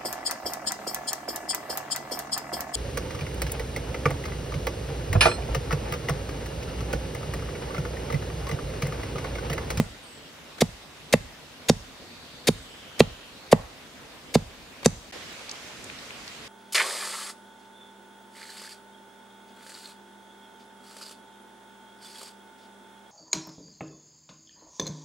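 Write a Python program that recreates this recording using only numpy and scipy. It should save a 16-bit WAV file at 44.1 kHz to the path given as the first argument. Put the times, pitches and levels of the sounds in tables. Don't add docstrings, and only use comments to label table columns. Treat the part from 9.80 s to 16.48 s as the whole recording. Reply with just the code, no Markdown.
import sys
import numpy as np
from scipy import signal
from scipy.fft import rfft, irfft
from scipy.io import wavfile
from scipy.ndimage import uniform_filter1d

SR = 44100
rng = np.random.default_rng(int(sys.argv[2]) if len(sys.argv) > 2 else 0)


def persist_wave(psi):
    counts = np.round(np.clip(psi, -1, 1) * 32767).astype(np.int16)
    wavfile.write(sys.argv[1], SR, np.atleast_2d(counts).T)


N = 294569
SCENE_CHANGE_S = 5.319

# frequency in Hz, relative level in dB per Hz.
FOREST_AIR = [(15, -41), (25, -27), (48, -5.5), (99, -4), (122, -9.5), (144, 0), (178, -5), (253, -1),
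              (389, -6.5), (509, -5), (704, -7.5), (1270, -9), (3350, -10), (3630, -10.5), (15500, -30)]
# frequency in Hz, relative level in dB per Hz.
CREEK_AIR = [(15, -42.5), (25, -16), (41, -6), (75, -2.5), (183, -2.5), (227, 0), (305, -3), (509, -1.5),
             (921, -4), (1710, -4), (2180, -2.5), (2630, -2.5), (5160, -8), (7510, -12.5), (15500, -29)]
FOREST_DB, CREEK_DB = -48.5, -44.5
CREEK_OPENING_DB, CREEK_SETTLE_S = 1.9, 0.13
# frequency in Hz, left-right likeness from 0 to 1.
AIR_LIKENESS = [(60, 0.78), (300, 0.78), (640, 0.58), (1400, 0.39), (3000, 0), (6000, 0.18), (15000, 0)]

# moment the blade meets the log in seconds, slice length in seconds, slice level in dB,
# crack level in dB, crack colour in Hz, knock level in dB, knock starting pitch in Hz,
# knock rise to its peak in seconds, thud level in dB.
CHOPS = [(-.0064, .012, -22, -9, 1500, -6, 1300, .0031, 0),
         (.8185, .0127, -19.5, -25, 4400, -6, 720, .0021, -.5),
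         (1.3366, .0112, -19, -15, 2500, -4, 1158, .0031, 0),
         (1.8955, .0107, -20.5, -11.5, 5600, -7.5, 1323, .0033, 2),
         (2.6857, .0154, -18, -23, 3700, -9, 765, .0034, -1),
         (3.2034, .0111, -22.5, -10, 2900, 0, 811, .0031, 2),
         (3.7267, .0122, -23, -15.5, 1900, 1.5, 1320, .0031, 1.5),
         (4.5529, .0120, -22, -21.5, 4000, -7, 1400, .0037, 2),
         (5.0583, .0126, -27, -9.5, 6500, -5.5, 650, .0026, 1)]
SLICE_LEAD_S, SLICE_BITE_S, SLICE_RELEASE_S = .001, .0017, .0028
# frequency in Hz, relative level in dB per Hz.
FIBRE_SPECTRUM = [(170, -14.5), (480, -10.5), (1200, -22), (2100, -9.5), (2900, -14), (4500, -15),
                  (7000, -14), (10000, -18), (13000, -25), (16000, -31)]
# frequency in Hz, relative level in dB, t60 in seconds.
BLADE_MODES = [(2185, -4, .1), (2690, -8, .12), (3686, 0, .2), (4545, -1, .2), (5077, -5, .15),
               (6735, 0, .35), (8850, -5, .2)]
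BLADE_RE_SLICE_DB = -38
# frequency in Hz, relative level in dB, t60 in seconds.
SPLIT_MODES = [(1950, -5, .017), (2650, -4, .018), (3780, -6, .016), (4600, -8, .014), (6100, -11, .011),
               (7450, -9, .012)]
CRACK_COLOUR_DB, CRACK_COLOUR_OCTAVES = 15.5, 0.52
# frequency in Hz, relative level in dB, t60 in seconds.
STEM_MODES = [(844, -11, 0.075), (1110, -1, 0.024), (1200, -9, 0.036)]
STEM_DB, STEM_DB_PER_KNOCK_DB = -14, 1.2
# frequency in Hz, relative level in dB before the low cut, t60 in seconds.
LOG_MODES = [(148, 6, 0.0035), (175, -15.5, 0.068), (225, -10.5, 0.054), (432, -36.5, 0.127)]
# frequency in Hz, relative level in dB, t60 in seconds.
GROUND_MODES = [(41.1, -39, 0.53), (57, -53, 0.33), (105.5, -30, 0.29)]
# seconds after the
# blow, relative level in dB, frequency in Hz, length in seconds.
AFTER_BUMPS = [(.0222, -23.5, 170, 0.027), (.0385, -33.5, 108, 0.025), (0.073, -32, 135, 0.0066),
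               (0.122, -44.5, 66, 0.047)]
RIGHT_LAG_S = 9e-6
# frequency in Hz, energy of the tail in dB.
SCATTER_LEVEL = [(100, -18), (300, -34), (900, -18.5), (2500, -22.5), (7000, -18.5), (15000, -21.5)]
# frequency in Hz, t60 in seconds.
SCATTER_T60 = [(100, 0.14), (900, 0.64), (4000, 1), (15000, 0.53)]

# start in seconds, length in seconds, level in dB before the bird gains.
WHISTLES = [(0.225, .17, -59), (2.70, .31, -65)]
WHISTLE_TOP_HZ, WHISTLE_END_HZ = 9250, 7700
WHISTLE_GLIDE, WHISTLE_FADE_DB = 0.25, -3
# start in seconds, length in seconds,
# middle pitch in Hz, glide in Hz per second, mid-note level in dB before the bird gains.
SONG = [(2.1, .7, 4510, -400, -61), (2.151, 0.68, 3706, -150, -60), (2.746, .78, 3130, -700, -58),
        (3.47, 0.24, 4230, 700, -62)]
NOTE_ENDS_DB = -6

# peak time in seconds, level in dB, colour in Hz, length (twice the rise) in seconds.
BRUSHES = [(.785, -36.5, 600, .006), (3.184, -41, 454, .007), (5.032, -35, 560, .006)]
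# peak time in seconds, level in dB, colour in Hz, length (twice the rise) in seconds.
CLAY_TICKS = [(5.362, -39.5, 450, .010), (5.526, -53, 13000, .006), (5.695, -30.5, 4800, .003),
              (5.714, -30, 5600, .003), (6.043, -39, 7400, .003), (6.100, -31, 2400, .0025),
              (6.189, -40, 4300, .002), (6.307, -33, 2400, .002), (6.479, -35, 4500, .003)]


def amp(db):
    return 10 ** (np.asarray(db) / 20)


def evened(x):
    return x / np.sqrt(np.mean(x ** 2) + 1e-20)


def read(points, hz):
    f, value = np.transpose(points)
    return np.interp(np.log(hz + 1), np.log(f + 1), value)


def add(mix, s, sound):
    start = round(s * SR)
    sound = sound[..., max(-start, 0):]
    part = mix[:, max(start, 0):][:, :sound.shape[-1]]
    part += sound[..., :part.shape[1]]


def bins(x):
    return np.fft.rfftfreq(x.shape[-1], 1 / SR)


def hump(hz, centre_hz, octaves):
    return np.exp(-.5 * (np.log2((hz + 1) / centre_hz) / octaves) ** 2)


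def coloured(pair, db, likeness):
    a, b = rfft(pair) * amp(db)
    likeness = np.clip(likeness, -1, 1)
    mid = a * np.sqrt(1 + likeness)
    side = b * np.sqrt(1 - likeness)
    return evened(irfft(np.array([mid + side, mid - side]), pair.shape[-1]))


def ring(modes, t):
    t = np.maximum(t, 0)
    return sum(amp(db - 60 * t / t60) * np.sin(2 * np.pi * hz * t) for hz, db, t60 in modes)


def wash(spectrum, level_db, patchy_db):
    noise = rng.standard_normal((2, N))
    z = signal.stft(noise, nperseg=512)[2]
    patches = rng.standard_normal(z.shape[1:])
    patches = uniform_filter1d(patches, size=8, axis=0)
    patches = evened(uniform_filter1d(patches, size=10, axis=1))
    noise = signal.istft(z * amp(patchy_db * patches), nperseg=512)[1][:, :N]
    hz = bins(noise)
    pair = coloured(noise, read(spectrum, hz), read(AIR_LIKENESS, hz))
    return pair / pair.mean(0).std() * amp(level_db)


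def swish(t, level_db=-49, centre_hz=480):
    noise = rng.standard_normal((2, len(t)))
    air = coloured(noise, 30 * hump(bins(t), centre_hz, 0.7), 1.0)
    return amp(level_db) * np.exp(-((t + 0.015) / 0.017) ** 2) * air


def fibres(t, colour_hz, colour_db, octaves, steel_db=6, steel_width_hz=110, grain_db=2.0):
    grain = np.repeat(rng.standard_normal(len(t)), repeats=16)[:len(t)]
    snaps = rng.standard_normal((2, len(t))) * amp(grain_db * grain)
    hz = bins(snaps)
    steel = sum(amp(db) / (1 + ((hz - f) / steel_width_hz) ** 2) for f, db, _ in BLADE_MODES)
    spectrum = read(FIBRE_SPECTRUM, hz) + colour_db * hump(hz, colour_hz, octaves) + steel_db * steel
    return coloured(snaps, spectrum, 0.8)


def cut(t, length):
    bite = (1 - np.exp(-np.maximum(t + length + SLICE_LEAD_S, 0) / SLICE_BITE_S)) ** 2
    release = np.exp(-np.maximum(t, 0) / SLICE_RELEASE_S)
    return bite * release * fibres(t, colour_hz=4024, colour_db=2.0, octaves=0.28)


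def crack(t, colour_hz):
    centre_s, width_s, tones_at_s, tones_db = .0018, .0013, .0012, -1
    burst = np.exp(-np.logaddexp((t - centre_s) / width_s, 3 * (centre_s - t) / width_s) + .5)
    snaps = burst * fibres(t, colour_hz, CRACK_COLOUR_DB, CRACK_COLOUR_OCTAVES, steel_db=0)
    tones = []
    for hz, db, t60 in SPLIT_MODES:
        favour_db = CRACK_COLOUR_DB * (hump(hz, colour_hz, CRACK_COLOUR_OCTAVES) - .5)
        tones.append((hz, db + tones_db + favour_db, t60))
    return snaps + ring(tones, t - tones_at_s)


def knock(t, start_hz, rise):
    end_hz, sag_s, steep = 427, .0018, 3.6
    t = np.maximum(t, 0)
    turns = end_hz * t + (start_hz - end_hz) * sag_s * (1 - np.exp(-t / sag_s))
    swell = (t / rise * np.exp(1 - t / rise)) ** steep
    return swell * np.sin(2 * np.pi * turns)


def stem(t, knock_db):
    return amp(STEM_DB + STEM_DB_PER_KNOCK_DB * knock_db) * ring(STEM_MODES, t - .0021)


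def thud(t, cut_hz=135, sway_rise_s=0.0032):
    since = t - .0059
    low_cut = signal.butter(2, cut_hz, "high", fs=SR, output="sos")
    log = signal.sosfilt(low_cut, ring(LOG_MODES, since))
    sway = ring(GROUND_MODES, since) * (1 - np.exp(-np.maximum(since, 0) / sway_rise_s))
    bumps = 0
    for s, db, hz, length in AFTER_BUMPS:
        swell = np.exp(-(2 * (t - s) / length) ** 2)
        bumps = bumps - amp(db) * swell * np.cos(2 * np.pi * hz * (t - s))
    return log + sway + bumps


def off_axis(pair):
    lag = np.exp(-2j * np.pi * np.outer([0, RIGHT_LAG_S], bins(pair)))
    return irfft(rfft(pair) * lag, pair.shape[-1])


def trees(x, ground_db=-19, ground_t60=0.078):
    hz, t, z = signal.stft(rng.standard_normal((2, SR)), SR, nperseg=256)
    t60 = read(SCATTER_T60, hz)[:, None]
    far = amp(read(SCATTER_LEVEL, hz)[:, None] - 60 * t / t60) / np.sqrt(t60)
    near = amp(ground_db - 60 * t / ground_t60) / np.sqrt(ground_t60)
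    near = near * (hz / (hz + 700))[:, None]
    tail = signal.istft(z * (far + near), SR, nperseg=256)[1] * np.sqrt(2 * np.log(1000) / SR)
    return signal.fftconvolve(x, tail, axes=1)[:, :x.shape[1]]


def chops(right_db=1.0):
    out = np.zeros((2, N))
    t = np.arange(-SR // 16, SR // 2) / SR
    for s, length, slice_db, crack_db, crack_hz, knock_db, knock_hz, rise, thud_db in CHOPS:
        tear = amp(slice_db) * cut(t, length)
        stop = amp(crack_db) * crack(t, crack_hz) + amp(knock_db) * knock(t, knock_hz, rise)
        low = amp(thud_db) * thud(t) * amp([[-right_db], [right_db]])
        steel = amp(slice_db + BLADE_RE_SLICE_DB) * ring(BLADE_MODES, t)
        blow = off_axis(swish(t) + tear + stop + low + stem(t, knock_db) + steel)
        add(out, s + t[0], blow + trees(blow))
    return out


def bird_note(hz, db, width_hz):
    a, b = rng.standard_normal((2, 2, len(hz)))
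    smear = signal.butter(2, width_hz / 2, fs=SR, output="sos")
    paths = signal.sosfilt(smear, a + 1j * b)
    carrier = np.exp(2j * np.pi * np.cumsum(hz) / SR)
    return evened((paths * carrier).real) * amp(db) * signal.windows.tukey(len(hz), .1)


def birds(direct_db=3, echo_db=17):
    out = np.zeros((2, N))
    for s, length, db in WHISTLES:
        u = np.arange(0, length, 1 / SR) / length
        hz = WHISTLE_END_HZ + (WHISTLE_TOP_HZ - WHISTLE_END_HZ) * np.exp(-u / WHISTLE_GLIDE)
        add(out, s, bird_note(hz, db + WHISTLE_FADE_DB * u, width_hz=260))
    for s, length, hz, glide, db in SONG:
        t = np.arange(-length / 2, length / 2, 1 / SR)
        arch_db = NOTE_ENDS_DB * (2 * t / length) ** 2
        add(out, s, bird_note(hz + glide * t, db + arch_db, width_hz=620))
    return amp(direct_db) * out + amp(echo_db) * trees(out)


def ticks(rows, focus_db):
    out = np.zeros((2, N))
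    t = np.arange(SR // 16) / SR
    for s, db, hz, length in rows:
        noise = rng.standard_normal((2, len(t)))
        grit = coloured(noise, -focus_db * np.log2((bins(t) + 1) / hz) ** 2, 0.11)
        u = 2 * t / length
        add(out, s - length / 2, amp(db) * u * np.exp(1 - u) * grit)
    return out


def brushes():
    return ticks(BRUSHES, focus_db=1.5)


def clay():
    return ticks(CLAY_TICKS, focus_db=30)


def scene():
    after = np.arange(N) / SR - SCENE_CHANGE_S
    forest_air = wash(FOREST_AIR, FOREST_DB, patchy_db=1.4) * amp([[-.2], [.2]])
    forest = forest_air + chops() + birds() + brushes()
    creek_db = CREEK_DB + CREEK_OPENING_DB * np.exp(-abs(after) / CREEK_SETTLE_S)
    bank = (wash(CREEK_AIR, creek_db, patchy_db=1.2) + clay()) * amp([[-.8], [.8]])
    fade = np.clip(abs(after) / .003 - 1, 0, 1)
    return np.where(after < 0, forest, bank) * fade


def record(dry):
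    clipped = dry / (1 + dry ** 8) ** (1 / 8)
    low_pass = signal.firwin(511, 15700, window=("kaiser", 9), fs=SR)
    return signal.oaconvolve(clipped, low_pass[None], "same")


dry = scene()
out = record(dry)
persist_wave(out)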